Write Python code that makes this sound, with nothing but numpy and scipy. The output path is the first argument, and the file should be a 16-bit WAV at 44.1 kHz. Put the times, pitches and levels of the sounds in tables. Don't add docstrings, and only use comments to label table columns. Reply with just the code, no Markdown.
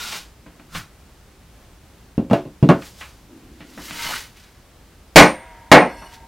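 import sys
import numpy as np
from scipy import signal
from scipy.fft import rfft, irfft, next_fast_len
from scipy.io import wavfile

SR = 44100
rng = np.random.default_rng(int(sys.argv[2]) if len(sys.argv) > 2 else 0)


def unload_wav(signal):
    wavfile.write(
        sys.argv[1],
        SR,
        np.round(np.clip(np.atleast_2d(signal).T, -1, 1) * 32767).astype(np.int16),
    )


N = 276507
TIME = np.arange(N) / SR
AGE = TIME[:SR]

# frequency in Hz, level in dB, t60 in seconds.
BENCH_MODES = [(60, -12, 0.48), (146.3, 1, 0.26), (180.9, 3, 0.28), (228, -7.5, 0.34), (249.5, 1.5, 0.25),
               (297.1, 9, 0.27), (356.6, -6.5, 0.34), (440.6, -5.5, 0.3), (530.7, -2.5, 0.36),
               (550.6, 0.5, 0.3), (657, 7, 0.2), (738, -2.5, 0.28), (764, 2, 0.22), (850, 11.5, 0.074),
               (1482, 0, 0.21)]
# frequency in Hz, level in dB.
TICK_COLOUR = [(60, -36), (550, 5), (1200, 12), (2800, 12), (5000, 6.5), (16000, -12)]
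# frequency in Hz, side over mid in dB.
DIRECT_SIDE = [(100, -52.5), (600, -41.5), (2000, -64), (5000, -28.5), (12000, -1.5)]


def mallet_blows():
    # start in seconds, level in dB, treble
    # cutoff in Hz, steel ring in dB relative to that level, decay stretch, hanging tools in dB.
    blows = [(5.159, 17.5, 5300, -10.5, 0.86, -35.5), (5.716, 10.5, 2680, -11.5, 1, -35.5),
             (5.821, -12.5, 1310, -39, 0.98, -65)]
    # frequency in Hz, level in dB, t60 in seconds.
    holdfast_modes = [(1917, 0, 0.16), (2166, 0, 0.14), (2188, 0, 0.21), (2320, -2.5, 0.15),
                      (4170, -15, 0.21), (8950, -23.5, 0.43), (8964, -29, 0.34)]
    tool_modes = [(655, 0, 1.5), (750, 0, 2.14), (930, 0.5, 5.8), (980, -4, 3.2), (970, -2, 2.6),
                  (1620, 1, 1.4), (1980, -2, 1.5), (2140, 5.5, 1.12), (3500, -6.5, 1.2)]
    # frequency in Hz, level in dB.
    blow_colour = [(30, -40), (110, -9), (180, 2), (420, -0.5), (760, 5), (1300, -4.5), (2200, -5),
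                   (3200, -19.5), (6000, -17.5), (10000, -24.5), (16000, -13)]
    rattle_colour = [(100, -1), (950, -2), (1400, 0.5), (2100, 1), (2400, -7.5), (2900, -10), (6000, -26),
                     (16000, -37)]
    out = np.zeros((2, N))
    for s, db, corner_hz, steel_db, stretch, tools_db in blows:
        bench = undb(-4) * ring(BENCH_MODES, AGE, stretch)
        dense = wash(blow_colour, low_t60=0.25 * stretch, high_t60=0.26 * stretch)
        wood = highpass(bench + dense, 124)
        early = undb(-21) * unit(lowpass(rng.standard_normal((2, len(AGE))), 2500)) * np.exp(-AGE / 0.025)
        rattle = undb(-54.5) * wash(rattle_colour, low_t60=1.5, high_t60=1.5)
        steel = undb(steel_db) * ring(holdfast_modes, AGE, wobble_hz=10.2)
        add(out, s, undb(db) * (lowpass(wood, corner_hz) + steel + early + rattle))
        tools = ring(tool_modes, TIME[:2 * SR], wobble_hz=20.04)
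        add(out, s, undb(tools_db) * tools[None])
    return out


def plane_knocks(thump_s=0.012, crack_s=0.00095, click_s=0.0013):
    # start in seconds, level in dB, treble cutoff in Hz, board thump in Hz, body in relative dB,
    # the body's favoured frequency in Hz, blade in relative dB.
    knocks = [(2.179, -10, 396, 229, -22, 350, -38), (2.299, -22.5, 650, 228, -15, 500, -21),
              (2.311, -10.5, 950, 208, -17, 600, -30), (2.332, -13, 1900, 274, 1.5, 600, -19.5),
              (2.453, -27.5, 506, 287, -11, 500, -31), (2.627, -3, 374, 154, -19.5, 400, -36.5),
              (2.6898, -4.5, 2530, 153, -5, 1100, -26.5), (2.702, -11.5, 1800, 170, -5, 900, -34)]
    # frequency in Hz, level in dB, t60 in seconds.
    body_modes = [(362.3, 7.5, 0.24), (439.5, -6, 0.19), (571, 4, 0.18), (664, 7.5, 0.19), (738, 0.5, 0.15),
                  (1100, -0.5, 0.11), (1267, -7.5, 0.14), (1502, -6, .18), (1700, -4.5, 0.14),
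                  (2240, -7, 0.089)]
    blade_modes = [(2760, 5, 0.12), (2780, -2, 0.2)]
    # frequency in Hz, level in dB.
    knock_colour = [(30, -90), (80, -1.5), (160, 5.5), (330, 2), (600, -6.5), (1200, -7), (2200, -19.5),
                    (5000, -30), (9000, -19), (16000, -63)]
    crack_colour = [(500, 0.5), (2500, -4), (5000, -9), (16000, -2.5)]
    blade_colour = [(1500, 3.5), (3200, 1), (12000, -20.5)]
    out = np.zeros((2, N))
    for s, db, corner_hz, thump_hz, body_db, body_hz, blade_db in knocks:
        thump = undb(1.5) * np.sin(2 * np.pi * thump_hz * AGE) * np.exp(-AGE / thump_s)
        crack = undb(7) * noise(crack_colour) * np.exp(-AGE / crack_s)
        bench = undb(-1.5) * lowpass(ring(BENCH_MODES, AGE), 350, order=1)
        dense = undb(-1.5) * wash(knock_colour, low_t60=0.2, high_t60=0.15)
        body = undb(body_db) * ring(favour(body_modes, body_hz), AGE, wobble_hz=7.2)
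        wood = lowpass(thump + crack + bench + dense + body, corner_hz)
        blade = ring(blade_modes, AGE) + undb(2) * wash(blade_colour, low_t60=0.2, high_t60=0.24)
        click = undb(5) * highpass(noise(TICK_COLOUR), 3100) * np.exp(-AGE / click_s)
        add(out, s, undb(db) * (wood + undb(blade_db) * (blade + click)))
    return highpass(out, 80)


def light_ticks(rise_s=0.0011, click_s=0.0041):
    # start in seconds, level in dB, treble cutoff in Hz, thud in dB, click in relative dB.
    ticks = [(.123, -30, 9000, -54, -2), (0.463, -40.5, 1300, -38, 3), (.597, -48.5, 1680, -40, 12.5),
             (.748, -25.5, 2430, -35, -8), (2.821, -39, 3000, -60, 8), (3.009, -29, 2300, -50, -8),
             (3.605, -42, 3306, -35.5, 0), (3.776, -30, 1200, -31, -9), (3.909, -38.5, 3980, -34, 14),
             (4.043, -29.5, 4480, -40, -7), (6.018, -22, 630, -40, -5)]
    out = np.zeros((2, N))
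    thud = lowpass(ring(BENCH_MODES, AGE), 440)
    for s, db, corner_hz, thud_db, click_db in ticks:
        scuff = (1 - np.exp(-AGE / rise_s)) * wash(TICK_COLOUR, low_t60=0.24, high_t60=0.18)
        click = undb(click_db) * noise(TICK_COLOUR) * np.exp(-AGE / click_s)
        add(out, s, undb(db) * lowpass(scuff + click, corner_hz) + undb(thud_db) * thud)
    return out


def slide(surface, colour, rough_db, catches_per_s=180, split_hz=5000):
    # time of full pressure, attack, hold and release in seconds, level in dB, the treble's # share in
    # dB, whose hiss it has (the hand letting go of the plane takes the plane's hiss).
    strokes = [(0, .03, 0.17, 0.093, -33, -4, "plane"), (0.759, 0.045, 0.017, 0.074, -29, -8.5, "hand"),
               (2.861, 0.13, 0.0094, 0.11, -43.5, -1.5, "plane"),
               (3.007, 0.1, 0.0065, 0.21, -45, -2, "plane"),
               (3.862, 0.14, 0.015, 0.098, -40.5, 1, "mallet"),
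               (4.053, 0.29, 0.12, 0.11, -29.5, -4, "mallet"),
               (4.37, .05, 0.019, 0.28, -50.5, -6, "mallet"),
               (6.137, 0.075, 0.013, 0.044, -45.5, -6, "shaft")]
    hiss = reflect(noise(colour, size=N) * undb(rough_db * walk(catches_per_s)))
    body = unit(lowpass(hiss, split_hz, order=4))
    treble = unit(highpass(hiss, split_hz, order=4))
    body_power, treble_power = np.zeros((2, N))
    for s, attack_s, hold_s, release_s, db, treble_db, rubs in strokes:
        if rubs == surface:
            power = swell(s, attack_s, hold_s, release_s, db) ** 2
            treble_share = min(undb(treble_db), 0.9) ** 2
            body_power += (1 - treble_share) * power
            treble_power += treble_share * power
    return body * np.sqrt(body_power) + treble * np.sqrt(treble_power)


def scrapes():
    # frequency in Hz, level in dB.
    plane_colour = [(300, -10), (480, -15), (800, -8), (1400, -5), (1800, -9), (2300, -5.5), (3400, -5.5),
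                    (15500, -19.5)]
    hand_colour = [(50, -2), (160, 9), (400, -36), (1000, -12.5), (1340, -2), (2200, -18), (3200, -13),
                   (15500, -24)]
    mallet_colour = [(100, -5.5), (500, -13.5), (900, -12), (1600, -4), (4500, -8.5), (15500, -17)]
    return (slide("plane", plane_colour, rough_db=0.57)
            + slide("hand", hand_colour, rough_db=0.53)
            + slide("mallet", mallet_colour, rough_db=1.7)
            + slide("shaft", mallet_colour, rough_db=1.4))


def mallet_hollow(lift_s=4.112, opening_s=0.045, closed_hz=972, open_hz=2053):
    closed = np.exp(-np.maximum(TIME - lift_s, 0) / opening_s)
    gap_hz = open_hz + (closed_hz - open_hz) * closed
    catches = undb(5 * walk(160))
    rasp = unit(resonance(gap_hz, half_width_hz=290) * catches)
    return rasp * swell(lift_s, attack_s=0.045, hold_s=0.015, release_s=0.075, db=-28)


def mallet_judder(hardest_s=4.06, catches_per_s=130):
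    # frequency in Hz, level in dB, t60 in seconds.
    board_modes = [(926, 1.5, 0.124), (1318, 0, 0.11), (1534, -4, 0.084), (2110, 7, 0.044),
                   (2970, 7, 0.046), (4400, 4, 0.03)]
    caught = rng.random(N) < catches_per_s / SR
    catches = caught * undb(4 * rng.standard_normal(N))
    board = unit(signal.fftconvolve(catches, ring(board_modes, AGE))[:N])
    return board * swell(hardest_s, attack_s=0.21, hold_s=0.086, release_s=0.09, db=-31.5)


def sole_squeal(fade_s=0.11):
    tones = (resonance(1410, half_width_hz=44)
             + undb(-11) * resonance(2150, half_width_hz=50)
             + undb(-3) * resonance(3740, half_width_hz=110))
    return undb(-35.5) * tones * np.exp(-(TIME / fade_s) ** 2)


def holdfast_chime(stick_slip_hz=1470):
    # frequency in Hz, level in dB, t60 in seconds before the stretch.
    free_modes = [(2650, -0.5, .3), (2885, 0, 0.3), (4400, -1.5, 0.3), (5230, -1.5, 0.21),
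                  (5846, -3.5, 0.27), (7690, -9.5, .35), (8947, -5, 0.41), (11289, -10, 0.4)]
    # time of full pressure, attack, hold and release in seconds, level in dB.
    pull = (5.93, .14, .14, .13, -49)
    # multiple of the stick-slip rate, level in dB.
    harmonics = [(2, 0), (3, 1), (4, -10)]
    rub = rng.standard_normal(N) * undb(5 * walk(40))
    steel = ring(free_modes, AGE, stretch=0.63, wobble_hz=8)
    shimmer = unit(signal.fftconvolve(rub, steel)[:N])
    phase = 2 * np.pi * np.cumsum(stick_slip_hz * (1 + 0.004 * walk(150))) / SR
    squeak = unit(sum(undb(db) * np.sin(multiple * phase) for multiple, db in harmonics))
    binding = swell(6.062, attack_s=0.01, hold_s=0.008, release_s=0.019, db=-46.5)
    return shimmer * swell(*pull) + squeak * binding


def foot_shuffle():
    # time of full pressure, attack, hold and release in seconds, level in dB.
    steps = [(3.292, 0.17, 0.58, 0.21, -47)]
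    uneven = undb(3 * walk(18))
    rub = unit(resonance(293, half_width_hz=60) * uneven)
    return rub * sum(swell(*step) for step in steps)


def room_tone(level_db=-48):
    # frequency in Hz, level in dB.
    room_colour = [(15, -35), (30, -9), (55, -1), (110, -10), (200, -14), (500, -20.5), (3000, -30.5),
                   (6000, -34.5), (15500, -41.5)]
    # frequency in Hz, side over mid in dB.
    room_side = [(40, -35.5), (200, -14.5), (2500, -9.5), (8000, -3)]
    return undb(level_db + 0.9 * walk(5)) * noise(room_colour, room_side, size=N)


def ring(modes, age, stretch=1, scatter_db=1.5, wobble_hz=4.4):
    hz, db, t60 = np.transpose(modes)[:, :, None]
    gain = undb(db - scatter_db * rng.standard_normal(hz.shape)) * rng.choice([-1, 1], hz.shape)
    wavering_hz = hz + wobble_hz * np.array([walk(35, size=len(age)) for _ in modes])
    phase = 2 * np.pi * np.cumsum(wavering_hz, axis=1) / SR
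    waves = gain * np.sin(phase) * decay(age, t60 * stretch)
    return waves.sum(axis=0) / np.sqrt(np.sum(gain ** 2) / 2)


def favour(modes, centre_hz, db_per_octave=9.5):
    return [(hz, db - db_per_octave * abs(np.log2(hz / centre_hz)), t60) for hz, db, t60 in modes]


def wash(colour, low_t60, high_t60, split_hz=2500):
    hiss = unit(reflect(noise(colour)))
    low = lowpass(hiss, split_hz, order=4)
    high = highpass(hiss, split_hz, order=4)
    return low * decay(AGE, low_t60) + high * decay(AGE, high_t60)


def reflect(x):
    # delay in seconds, gain.
    reflections = [(.0021, 0.085), (.0047, 0.19), (.0083, 0.31)]
    out = x.copy()
    for delay_s, gain in reflections:
        add(out, delay_s, gain * x)
    return out


def resonance(hz, half_width_hz):
    a, b = lowpass(rng.standard_normal((2, N)), half_width_hz)
    phase = 2 * np.pi * np.cumsum(hz * np.ones(N)) / SR
    return unit(a * np.cos(phase) + b * np.sin(phase))


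def noise(colour, side=DIRECT_SIDE, size=len(AGE)):
    mid, diff = rng.standard_normal((2, size))
    diff = tint(diff, side)
    return unit(tint(np.array([mid + diff, mid - diff]), colour))


def swell(s, attack_s, hold_s, release_s, db):
    early = np.maximum(s - TIME, 0) / attack_s
    late = np.maximum(TIME - s - hold_s, 0) / release_s
    return undb(db) * 10 ** -(early + late)


def decay(age, t60):
    return np.exp(-np.log(1000) * age / t60)


def walk(steps_per_s, size=N):
    steps = rng.standard_normal(int(size / SR * steps_per_s) + 2)
    return np.interp(TIME[:size] * steps_per_s, np.arange(len(steps)), steps)


def tint(x, colour):
    hz, db = np.transpose(colour)
    size = next_fast_len(x.shape[-1])
    log_hz = np.log(np.fft.rfftfreq(size, 1 / SR) + 1)
    gain = undb(np.interp(log_hz, np.log(hz), db))
    return irfft(rfft(x, size) * gain, size)[..., :x.shape[-1]]


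def lowpass(x, hz, order=2):
    return signal.sosfilt(signal.butter(order, hz, fs=SR, output="sos"), x)


def highpass(x, hz, order=2):
    return signal.sosfilt(signal.butter(order, hz, "high", fs=SR, output="sos"), x)


def undb(db):
    return 10 ** (np.asarray(db) / 20)


def unit(x):
    return x / np.sqrt(np.mean(x ** 2))


def add(out, s, sound):
    start = int(s * SR)
    out[:, start:start + sound.shape[1]] += sound[:, :out.shape[1] - start]


def scene():
    rubs = scrapes() + sole_squeal() + mallet_hollow() + mallet_judder() + foot_shuffle() + holdfast_chime()
    room = room_tone()
    return plane_knocks() + mallet_blows() + light_ticks() + rubs + room


def record(dry, response_s=0.2, duck=0.07, top_hz=15750):
    step = 1 / (response_s * SR)
    peaks = np.minimum(np.abs(dry).max(axis=0), 1)
    loudness = signal.lfilter([step], [1, step - 1], peaks)
    clipped = np.clip(dry / (1 + duck * loudness), -1, 1)
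    return signal.sosfiltfilt(signal.ellip(8, 0.05, 60, top_hz, fs=SR, output="sos"), clipped)


dry = scene()
out = record(dry)
unload_wav(out)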